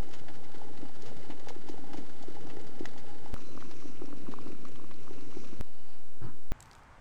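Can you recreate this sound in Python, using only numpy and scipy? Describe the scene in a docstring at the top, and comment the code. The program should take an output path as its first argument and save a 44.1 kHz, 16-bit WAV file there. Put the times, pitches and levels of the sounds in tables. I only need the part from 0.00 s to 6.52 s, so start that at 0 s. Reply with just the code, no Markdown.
"""Hot water runs from a tap into a glass teapot of loose tea, heard beside the pot, then from above it. The jet
drags air under, and each bubble rings as a spring of air loaded by water: big ones gulp, small ones plip. Spray
spatters, foam fizzes and escaping air briefly whistles. A sharp pop marks each change of place; at last, on a
quiet veranda, something wooden is softly bumped."""
import sys
import numpy as np
from scipy import signal
from scipy.fft import rfft, irfft
from scipy.io import wavfile

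SR = 44100
rng = np.random.default_rng(int(sys.argv[2]) if len(sys.argv) > 2 else 0)


def waveform_to_disk(signal):
    """Save audio, clipped to [-1, 1], as 16-bit WAV at the path in sys.argv[1]."""
    frames = np.transpose(np.atleast_2d(signal))
    scaled = np.clip(frames, -1, 1) * 32767
    samples = np.round(scaled).astype(np.int16)
    wavfile.write(sys.argv[1], SR, samples)


N = 287532
TIME = np.arange(N) / SR
ABOVE_S, VERANDA_S = 3.3414, 5.6104   # the listener moves above the pot, then to the veranda
# spectrum of a drop striking water: (frequency [Hz], relative level [dB])
IMPACT_SPECTRUM = [(250, -20.5), (600, 13), (1200, 5.5), (2000, 6), (2500, 1.5), (3100, 2.5), (4200, -0.5),
                   (6000, -5.5), (6800, -9.5), (7800, -14.5), (11000, -25), (15000, -24)]


def from_db(db):
    """The decibel scale: 20 dB is a factor of ten in amplitude."""
    return 10 ** (np.asarray(db) / 20)


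def rms_one(x):
    """Normalisation to unit mean power."""
    return x / np.sqrt(np.mean(x ** 2) + 1e-20)


def add(out, s, sound):
    """Superposition: a short sound joins the mix at time s."""
    i = min(max(int(s * SR), 0), N - 1)
    out[i:i + len(sound)] += sound[:N - i]


def envelope(start_s, level_db, attack_s, hold_s, release_s):
    """Exponential decay after a linear rise and a hold."""
    age = TIME - start_s
    decay = np.exp(-np.maximum(age - attack_s - hold_s, 0) / release_s)
    return from_db(level_db) * np.clip(age / attack_s, 0, 1) * decay


def swells(rows):
    """Incoherent addition: overlapping envelopes sum in power."""
    return np.sqrt(sum(envelope(*row) ** 2 for row in rows))


def colour(x, points, size=16384):
    """Minimum-phase filtering through (Hz, dB) points; white noise keeps its power."""
    hz, level_db = np.transpose(points)
    bin_hz = np.arange(size // 2 + 1) * SR / size
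    gain = rms_one(from_db(np.interp(np.log(bin_hz + 1), np.log(hz), level_db)))
    cepstrum = irfft(np.log(gain))
    cepstrum[1:size // 2] *= 2   # folding the cepstrum makes the filter causal
    cepstrum[size // 2 + 1:] = 0
    response = irfft(np.exp(rfft(cepstrum)))[:size // 2]
    return signal.oaconvolve(x, response)[:N]


def ring(x, hz, t60):
    """A damped mode: a unit impulse starts a unit sine that falls 60 dB in t60 seconds."""
    r, w = np.exp(-np.log(1000) / (t60 * SR)), 2 * np.pi * hz / SR
    return signal.lfilter([0, np.sin(w)], [1, -2 * r * np.cos(w), r * r], x + 1e-18)


def resonance(x, hz, width_hz):
    """A driven resonator passes one band, with unit gain at its peak."""
    r, w = np.exp(-np.pi * width_hz / SR), 2 * np.pi * hz / SR
    return signal.lfilter(np.array([1, 0, -1]) * (1 - r * r) / 2, [1, -2 * r * np.cos(w), r * r], x + 1e-18)


def drift(per_s):
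    """Random modulation: Gaussian values joined by straight lines."""
    return np.interp(TIME * per_s, np.arange(2000), rng.standard_normal(2000))


def grains(per_s, spread_db):
    """Shot noise: independent clicks of uneven size; rms 1."""
    chance, size, sign = rng.random((3, N))
    born, out = chance < per_s / SR, np.zeros(N)
    out[born] = np.sign(sign[born] - .5) * from_db(spread_db * np.minimum(-np.log(size[born]), 4))
    return rms_one(out)


def spurts(per_s, fade_s, share):
    """Amplitude modulation: a share of the power comes in sudden, fading splashes; rms 1."""
    starts = (rng.random(N) < per_s / SR) * np.minimum(rng.exponential(1, N), 3)
    power = signal.lfilter([1], [1, -np.exp(-1 / (fade_s * SR))], starts + 1e-18)
    return np.sqrt(1 - share + share * power / power.mean())


def bubble(hz, swell_cycles, glide, softness=2):
    """A bubble's volume oscillation swells and decays, rising in pitch; low softness starts abruptly."""
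    cycles = np.arange(int(12 * SR / hz)) * hz / SR
    age = cycles / swell_cycles
    phase = 2 * np.pi * cycles * (1 + glide * (cycles - 2 * swell_cycles))
    return (age * np.exp(1 - age)) ** softness * np.sin(phase)


def swarm(hz, octaves, per_s, spread_db, swell_cycles, count=16):
    """Random superposition of bubbles, their pitches spread binomially about hz; rms 1."""
    births, dealt = grains(per_s, spread_db), rng.binomial(count, .5, 4096)
    pitches = [hz * 2 ** (octaves * (k - count / 2) / 2) for k in range(count + 1)]
    shapes = [bubble(pitch, swell_cycles, glide=0.00734) for pitch in pitches]
    out = np.zeros(N)
    for i in np.flatnonzero(births):
        add(out, i / SR, births[i] * shapes[dealt[i % len(dealt)]])
    return rms_one(out)


def single_bubbles(rows, swell_cycles, glide, softness=2):
    """Free oscillation of one bubble per row (time [s], pitch [Hz], level [dB])."""
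    out = np.zeros(N)
    for s, hz, peak_db in rows:
        add(out, s, from_db(peak_db) * bubble(hz, swell_cycles, glide, softness))
    return out


def strays(hz, octaves, peak_db, spread_db, count):
    """Random scatter of faint bubbles heard above the pot: rows (time [s], pitch [Hz], level [dB])."""
    when, pitch, size = rng.random((count, 3)).T
    s = ABOVE_S + (VERANDA_S - ABOVE_S) * (np.arange(count) + when) / count
    return list(zip(s, hz * 2 ** (octaves * (pitch - .5)), peak_db + spread_db * (size - .5)))


def air(level_db=-58.5):
    """Stationary noise: still outdoor air and a faint hiss."""
    # background spectrum: (frequency [Hz], relative level [dB])
    spectrum = [(30, -5.5), (80, 5), (150, -6.5), (280, 3.5), (500, -3), (780, -6), (1100, -12.5),
                (2000, -15.5), (3400, -19.5), (4400, -19), (6500, -22.5), (10000, -24.5), (15500, -26.5)]
    return from_db(level_db) * colour(rng.standard_normal(N), spectrum)


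def rustle():
    """Amplitude-modulated noise: faint rustles on the veranda."""
    # rustles: (start [s], level [dB], attack [s], hold [s], release [s])
    stirs = [(5.6, -65.5, 0.05214, 0.1636, 0.0544), (5.78, -60.5, 0.13094, 0.02035, 0.0636),
             (6.2, -62.5, 0.04906, 0.00982, 0.0241)]
    # their spectrum: (frequency [Hz], relative level [dB])
    spectrum = [(800, 7), (2200, -4), (2900, 4), (3500, -10), (4400, 3.5), (5000, -2.5), (6000, -16),
                (12000, -26.5)]
    return swells(stirs) * colour(rng.standard_normal(N), spectrum)


def bump(soft_hz=900):
    """Impact excitation: a padded double knock rings the wood's modes; loose things scuff and rattle."""
    # contacts: (time [s], level [dB])
    contacts = [(6.218, -43.5), (6.243, -44)]
    # modes of the wood: (frequency [Hz], gain [dB], t60 [s])
    wood_modes = [(116, 4.5, 0.25), (241, -12, 0.246), (290, -5, 0.1999), (344.7, -17, 0.098)]
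    # modes of the loose things: (frequency [Hz], relative gain [dB], t60 [s])
    loose_modes = [(915.1, -16, .05), (1005, -9, 0.1), (1262, -6, 0.1568), (1415, -13.5, 0.06),
                   (1508.1, -15.5, .06), (1820, -18, 0.206)]
    # spectrum of the scuff: (frequency [Hz], relative level [dB])
    scuff_spectrum = [(100, 3.5), (320, 9), (520, -10), (1000, -7.5), (1550, -8.5), (2200, -27),
                      (8000, -43.5)]
    blows = np.zeros(N)
    for s, level_db in contacts:
        add(blows, s, from_db([level_db]))
    blows = signal.sosfilt(signal.butter(2, soft_hz, fs=SR, output="sos"), blows + 1e-18)
    thud = sum(from_db(db) * ring(blows, hz, t60) for hz, db, t60 in wood_modes)
    shake = envelope(start_s=6.207, level_db=-4.5, attack_s=.02, hold_s=.05, release_s=.036)
    chatter = shake * grains(per_s=2500, spread_db=1.8855)
    rattle = from_db(-77) * sum(from_db(db) * ring(chatter, hz, t60) for hz, db, t60 in loose_modes)
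    return thud + rattle + from_db(-42) * colour(chatter, scuff_spectrum)


def pops(sag_db=-28, kick_db=-34, sag_s=0.0066918, hold_s=0.0057172, settle_s=0.003038):
    """A step is broadband: at each change of place the level sags, snaps across zero with a pop and settles."""
    out = np.zeros(N)
    for s in (ABOVE_S, VERANDA_S):
        age = TIME - s
        sag = np.clip((age + sag_s) / (sag_s - hold_s), 0, 1)
        settle = np.clip(1 - age / settle_s, 0, 1)
        out += np.where(age < 0, -from_db(sag_db) * sag, from_db(kick_db) * settle)
    return out


def whistle(hz=4060, waver_hz=28):
    """A flow-driven tone: air squeezed through a small gap sings one thin, unsteady note."""
    pitch = hz + waver_hz * drift(per_s=130)
    level_db = -62.5 + 3.56 * drift(per_s=80)
    gain = envelope(3.42, level_db, attack_s=.025, hold_s=.07, release_s=.015)
    return gain * np.sin(2 * np.pi * np.cumsum(pitch) / SR)


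def churn_db(above, beside_db, above_db, follows):
    """Source strength: a layer's level at each listening place follows the churning of the jet."""
    # churning about its usual strength: (time [s], level [dB])
    churn = [(0.04, 0), (0.48, -2.5), (0.8, 1), (0.93, -4), (1.07, 2.5), (1.56, -2.5), (2.02, 2),
             (2.15, -3.5), (2.4, 1.5), (2.8, -0.5), (3.0, -2), (3.25, -1.5), (3.58, 0.5), (3.8, -3),
             (4.36, 2.5), (4.95, -3), (5.3, 0), (5.58, -2.5)]
    return np.where(above, above_db, beside_db) + follows * np.interp(TIME, *np.transpose(churn))


def impacts(rows):
    """Impact transients: each drop ticks on meeting the surface, as its bubble starts to ring."""
    clicks = np.zeros(N)
    for s, _, level_db in rows:
        add(clicks, s, from_db([level_db]))
    return colour(clicks, IMPACT_SPECTRUM)


def drips():
    """Air entrainment by drops: each falls back with a tick and traps a tiny, ringing bubble."""
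    # the clearest drops: (time [s], pitch [Hz], relative level [dB])
    clear = [(0.091, 6488, -48), (0.142, 2021, -46), (2.472, 5580, -45.5), (2.615, 6923, -45),
             (2.856, 1935, -36.5), (2.979, 3224, -44), (4.059, 5288, -46), (4.520, 2590, -47),
             (4.686, 6985, -45.5), (4.759, 3128, -45.5), (4.942, 4208, -48), (5.186, 2680, -48),
             (5.350, 2327, -47), (5.540, 2543, -47.5)]
    rows = clear + strays(hz=3300, octaves=1.335, peak_db=-49.5, spread_db=3, count=10)
    ringing = single_bubbles(rows, swell_cycles=1.206, glide=0.002, softness=0.642)
    return from_db(-2.5) * ringing + from_db(11) * impacts(rows)


def spray(above, foam_boost_db=2.5):
    """Shot noise of spurting droplets and bursting foam; from above, tiny bubbles patter too."""
    # spray beside the pot: (frequency [Hz], relative level [dB])
    beside_spectrum = [(700, -27), (1150, 0), (1450, 6), (1750, 3), (2080, 2), (2400, -3.5), (2750, -3),
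                       (2970, -0.5), (3400, -1), (4600, -1.5), (6000, -6.5), (6800, -13), (7800, -9.5),
                       (14000, -30)]
    # spray above the pot: (frequency [Hz], relative level [dB])
    above_spectrum = [(700, 0.5), (1300, 9), (1700, 1), (2250, 4), (2700, 6.5), (3300, -3.5), (4050, 3),
                      (4700, -3), (5600, -1), (7500, -8), (14000, -24.5)]
    # bursting foam: (frequency [Hz], relative level [dB])
    foam_spectrum = [(3000, -24), (4400, -3), (5200, 1), (5800, 5.5), (6300, 4.5), (6800, -4), (7500, -7),
                     (10000, -22), (15000, -39)]
    # patches of foam fizzing away: (start [s], level [dB], attack [s], hold [s], release [s])
    patches = [(3.3, -68.5, 0.0715, 0.2718, 0.1008), (3.62, -66, 0.1857, 0.0763, 0.1045),
               (4.95, -71, 0.1345, 0.4804, .1), (5.29, -64.5, 0.102, 0.02936, 0.0471)]
    droplets = spurts(per_s=64, fade_s=0.005476, share=0.49246) * grains(per_s=4500, spread_db=3)
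    beside_pot = from_db(3) * colour(droplets, beside_spectrum)
    patter = from_db(-5.5) * swarm(hz=2567.7, octaves=0.1803, per_s=180, spread_db=2, swell_cycles=1.699)
    ticks = from_db(-11) * swarm(hz=4961.6, octaves=0.392, per_s=110, spread_db=0.5, swell_cycles=1.271)
    over_pot = from_db(3) * colour(droplets, above_spectrum) + patter + ticks
    fizz = swells(patches)
    foam = fizz * colour(grains(per_s=10000, spread_db=3.5), foam_spectrum)
    level_db = churn_db(above, beside_db=-64, above_db=-66, follows=0.316)
    level_db += foam_boost_db * fizz / fizz.max()   # more spray at the height of the fizz
    return from_db(level_db) * np.where(above, over_pot, beside_pot) + foam


def spits(rise_share=0.1723, tail_share=1.3749, split_hz=4000):
    """Jet break-up throws quick showers of droplets, each with its own balance of middle and treble."""
    # showers: (time [s], relative level [dB], length [s], treble minus middle [dB])
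    showers = [(0.137, -48.5, 0.011236, -4), (0.284, -46, 0.005724, -20.5), (0.543, -50, 0.00711, -25.5),
               (1.022, -51.5, 0.002885, 24), (1.061, -54, 0.025, -2), (1.305, -46.5, 0.01192, -15.5),
               (1.397, -49, 0.003605, -6), (1.486, -44, 0.00976, -4), (1.689, -51, 0.01188, 4.5),
               (1.934, -50.5, 0.008095, -4), (1.973, -50.5, 0.01351, -3.5), (2.227, -53.5, 0.00564, 18.5),
               (2.498, -50.5, 0.01002, -11.5), (2.568, -52.5, 0.00459, -13), (2.856, -39.5, 0.002111, -4.5),
               (2.98, -54, 0.00518, 9), (3.606, -53.5, 0.013, -9), (3.711, -49.5, 0.0071, -4.5),
               (4.314, -51, 0.00672, -7), (4.652, -48, 0.002347, -9.5), (4.911, -50, 0.002663, -25.5)]
    middle, treble = np.zeros(N), np.zeros(N)
    for s, level_db, length, bright_db in showers:
        t = np.arange(-2 * length, 10 * length, 1 / SR)
        shape = np.exp(np.where(t < 0, t / (rise_share * length), -t / (tail_share * length)))
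        shower = from_db(level_db) * shape / np.hypot(1, from_db(bright_db))
        add(middle, s - 2 * length, shower)
        add(treble, s - 2 * length, shower * from_db(bright_db))
    drops = colour(grains(per_s=5000, spread_db=3.5), IMPACT_SPECTRUM)
    low = signal.sosfiltfilt(signal.butter(2, split_hz, fs=SR, output="sos"), drops)
    return from_db(1) * middle * rms_one(low) + from_db(0.6004) * treble * rms_one(drops - low)


def in_pot(x, above):
    """Reflection and cavity resonance colour the spatter from the side; from above it arrives direct."""
    # echoes between the glass walls: (delay [s], level [dB])
    echoes = [(.0011, -27), (.0023, -14), (.0041, -12.5), (.0067, -16.5)]
    # cavity modes: (frequency [Hz], bandwidth [Hz], gain [dB])
    modes = [(1329.5, 256.3, -9), (2028.3, 68.45, 2), (2925.1, 273.6, -3.5), (4711.4, 195.4, -13),
             (6741.3, 194.5, 5.5)]
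    bounced = x + sum(from_db(db) * np.interp(TIME - delay, TIME, x) for delay, db in echoes)
    rung = sum(from_db(db) * resonance(bounced, hz, width_hz) for hz, width_hz, db in modes)
    return np.where(above, x, from_db(-1.5) * (bounced + rung))


def surface_bubbles(beside_hz=815, above_hz=1150, scatter_octaves=0.1):
    """Size sets pitch, so like bubbles plip alike: rows (time [s], pitch [Hz], relative level [dB])."""
    # the clearest small bubbles: (time [s], relative level [dB])
    plips = [(0.2994, -39), (0.6158, -35), (0.895, -41), (1.3012, -36), (1.3221, -40), (1.4707, -35.5),
             (1.5048, -35), (1.686, -36), (1.779, -36.5), (1.8407, -39), (1.9294, -40), (1.9435, -33),
             (2.2353, -36), (2.3671, -36.5), (2.4707, -39), (2.569, -38), (2.8515, -36.5), (2.9623, -38),
             (3.2599, -35), (3.3643, -39), (3.5755, -39), (3.6248, -39), (3.8241, -45.5), (4.02, -45),
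             (4.1271, -41.5), (4.2682, -45), (4.3381, -34), (4.3867, -37.5), (4.4703, -44), (4.6526, -38),
             (4.797, -45.5), (4.8432, -45), (4.9125, -46), (5.0795, -42.5), (5.326, -46)]
    scatter = 2 ** (scatter_octaves * rng.standard_normal(len(plips)))
    clear = [(s, (above_hz if s > ABOVE_S else beside_hz) * k, db) for (s, db), k in zip(plips, scatter)]
    return clear + strays(above_hz, octaves=0.5, peak_db=-50, spread_db=6, count=14)


def babble(above, plip_rows):
    """Small bubbles resonate: from the side through the pot's cavity, from above short and dry."""
    gain = from_db(churn_db(above, beside_db=-58.5, above_db=-65, follows=0.728))
    plips = single_bubbles(plip_rows, swell_cycles=0.6036, glide=0.00665, softness=0.574)
    small = gain * swarm(hz=817.81, octaves=0.36744, per_s=550, spread_db=3.5, swell_cycles=0.9683)
    hollow = resonance(small + from_db(-8.5) * plips, hz=822, width_hz=40)
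    beside_pot = from_db(-6) * small + from_db(-4) * plips + from_db(5.5) * hollow
    direct = gain * swarm(hz=1077.4, octaves=0.3601, per_s=260, spread_db=2.5, swell_cycles=0.925)
    over_pot = from_db(-3.5) * direct + from_db(2.2) * plips
    return np.where(above, over_pot, beside_pot)


def gurgle(above, trail_s=0.022, trail_ratio=0.9, trail_db=-8):
    """Air entrainment by the jet: big bubbles ring and drive the pot's cavity; the water heaves below."""
    # the biggest bubbles torn off the jet: (time [s], pitch [Hz], relative level [dB])
    gulps = [(0.5447, 358.7, -38.5), (0.6487, 423.9, -38), (0.8279, 302.1, -31.5), (1.0306, 362.4, -38),
             (1.296, 291.2, -33), (1.471, 492.2, -38), (1.5034, 439.2, -37.5), (1.5613, 343.1, -34),
             (1.6944, 333.2, -31), (1.7396, 409.7, -36.5), (1.9399, 322.2, -34), (1.982, 275, -31.5),
             (2.2819, 351.2, -31.5), (2.4489, 280.4, -36.5), (2.5321, 313.1, -38.5), (2.5671, 368.4, -36.5),
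             (2.806, 331.1, -26.5), (3.5495, 308.4, -36.5), (3.8532, 301.5, -35), (4.0158, 344.3, -29.5),
             (4.0797, 303.3, -35.5), (4.1291, 283.6, -34.5), (4.2848, 262, -31), (4.4596, 284.8, -35.5),
             (4.527, 269.4, -36.5), (5.1075, 365.9, -34.5), (5.3669, 333, -33), (5.5252, 259.8, -38)]
    # modes of the air in the pot: (frequency [Hz], bandwidth [Hz], gain beside [dB], gain above [dB])
    modes = [(285, 24, -9.5, -11.5), (467, 28, -5, -30), (545, 30, -30, -1), (795, 35, -15, 6)]
    gain = from_db(churn_db(above, beside_db=-52.5, above_db=-51, follows=1.0195))
    beside_pot = swarm(hz=345, octaves=0.42934, per_s=480, spread_db=2.5, swell_cycles=1.0499)
    over_pot = swarm(hz=316, octaves=0.31, per_s=400, spread_db=1.9, swell_cycles=1.4266)
    water = gain * np.where(above, over_pot, from_db(-0.7) * beside_pot)
    # each gulp pinches off with a higher plop, and a weaker bubble trails it
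    plops = [(s + 0.0016515, 2.1656 * hz, db) for s, hz, db in gulps]
    trailing = [(s + trail_s, trail_ratio * hz, db + trail_db) for s, hz, db in gulps]
    water += from_db(-2.4) * single_bubbles(gulps + trailing, swell_cycles=1.2809, glide=0.0027)
    water += from_db(-15) * single_bubbles(plops, swell_cycles=0.9125, glide=0.0035, softness=1.544)
    heave = gain * swarm(hz=120.75, octaves=0.15607, per_s=150, spread_db=1, swell_cycles=1.5098)
    hollow = sum(from_db(np.where(above, above_db, beside_db)) * resonance(water, hz, width_hz)
                 for hz, width_hz, beside_db, above_db in modes)
    return water + hollow + from_db(-7) * heave


def scene():
    """Superposition of all sources: the pour from two places, then the veranda."""
    above = TIME > ABOVE_S
    plip_rows = surface_bubbles()
    drops = drips() + from_db(0.5) * impacts(plip_rows)
    bubbles = gurgle(above) + babble(above, plip_rows)
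    spatter = in_pot(spray(above) + spits(), above)
    pour = bubbles + spatter + drops + whistle()
    return (pour * (TIME < VERANDA_S) + air() + rustle() + bump() + pops())[None]


def record(dry):
    """Band limiting: a steep low-pass cuts the top, and the signal rides on a steady offset."""
    cutoff_hz, offset = 15800, -.0971
    return signal.sosfilt(signal.ellip(10, .1, 70, cutoff_hz, fs=SR, output="sos"), dry) + offset


dry = scene()
out = record(dry)
waveform_to_disk(out)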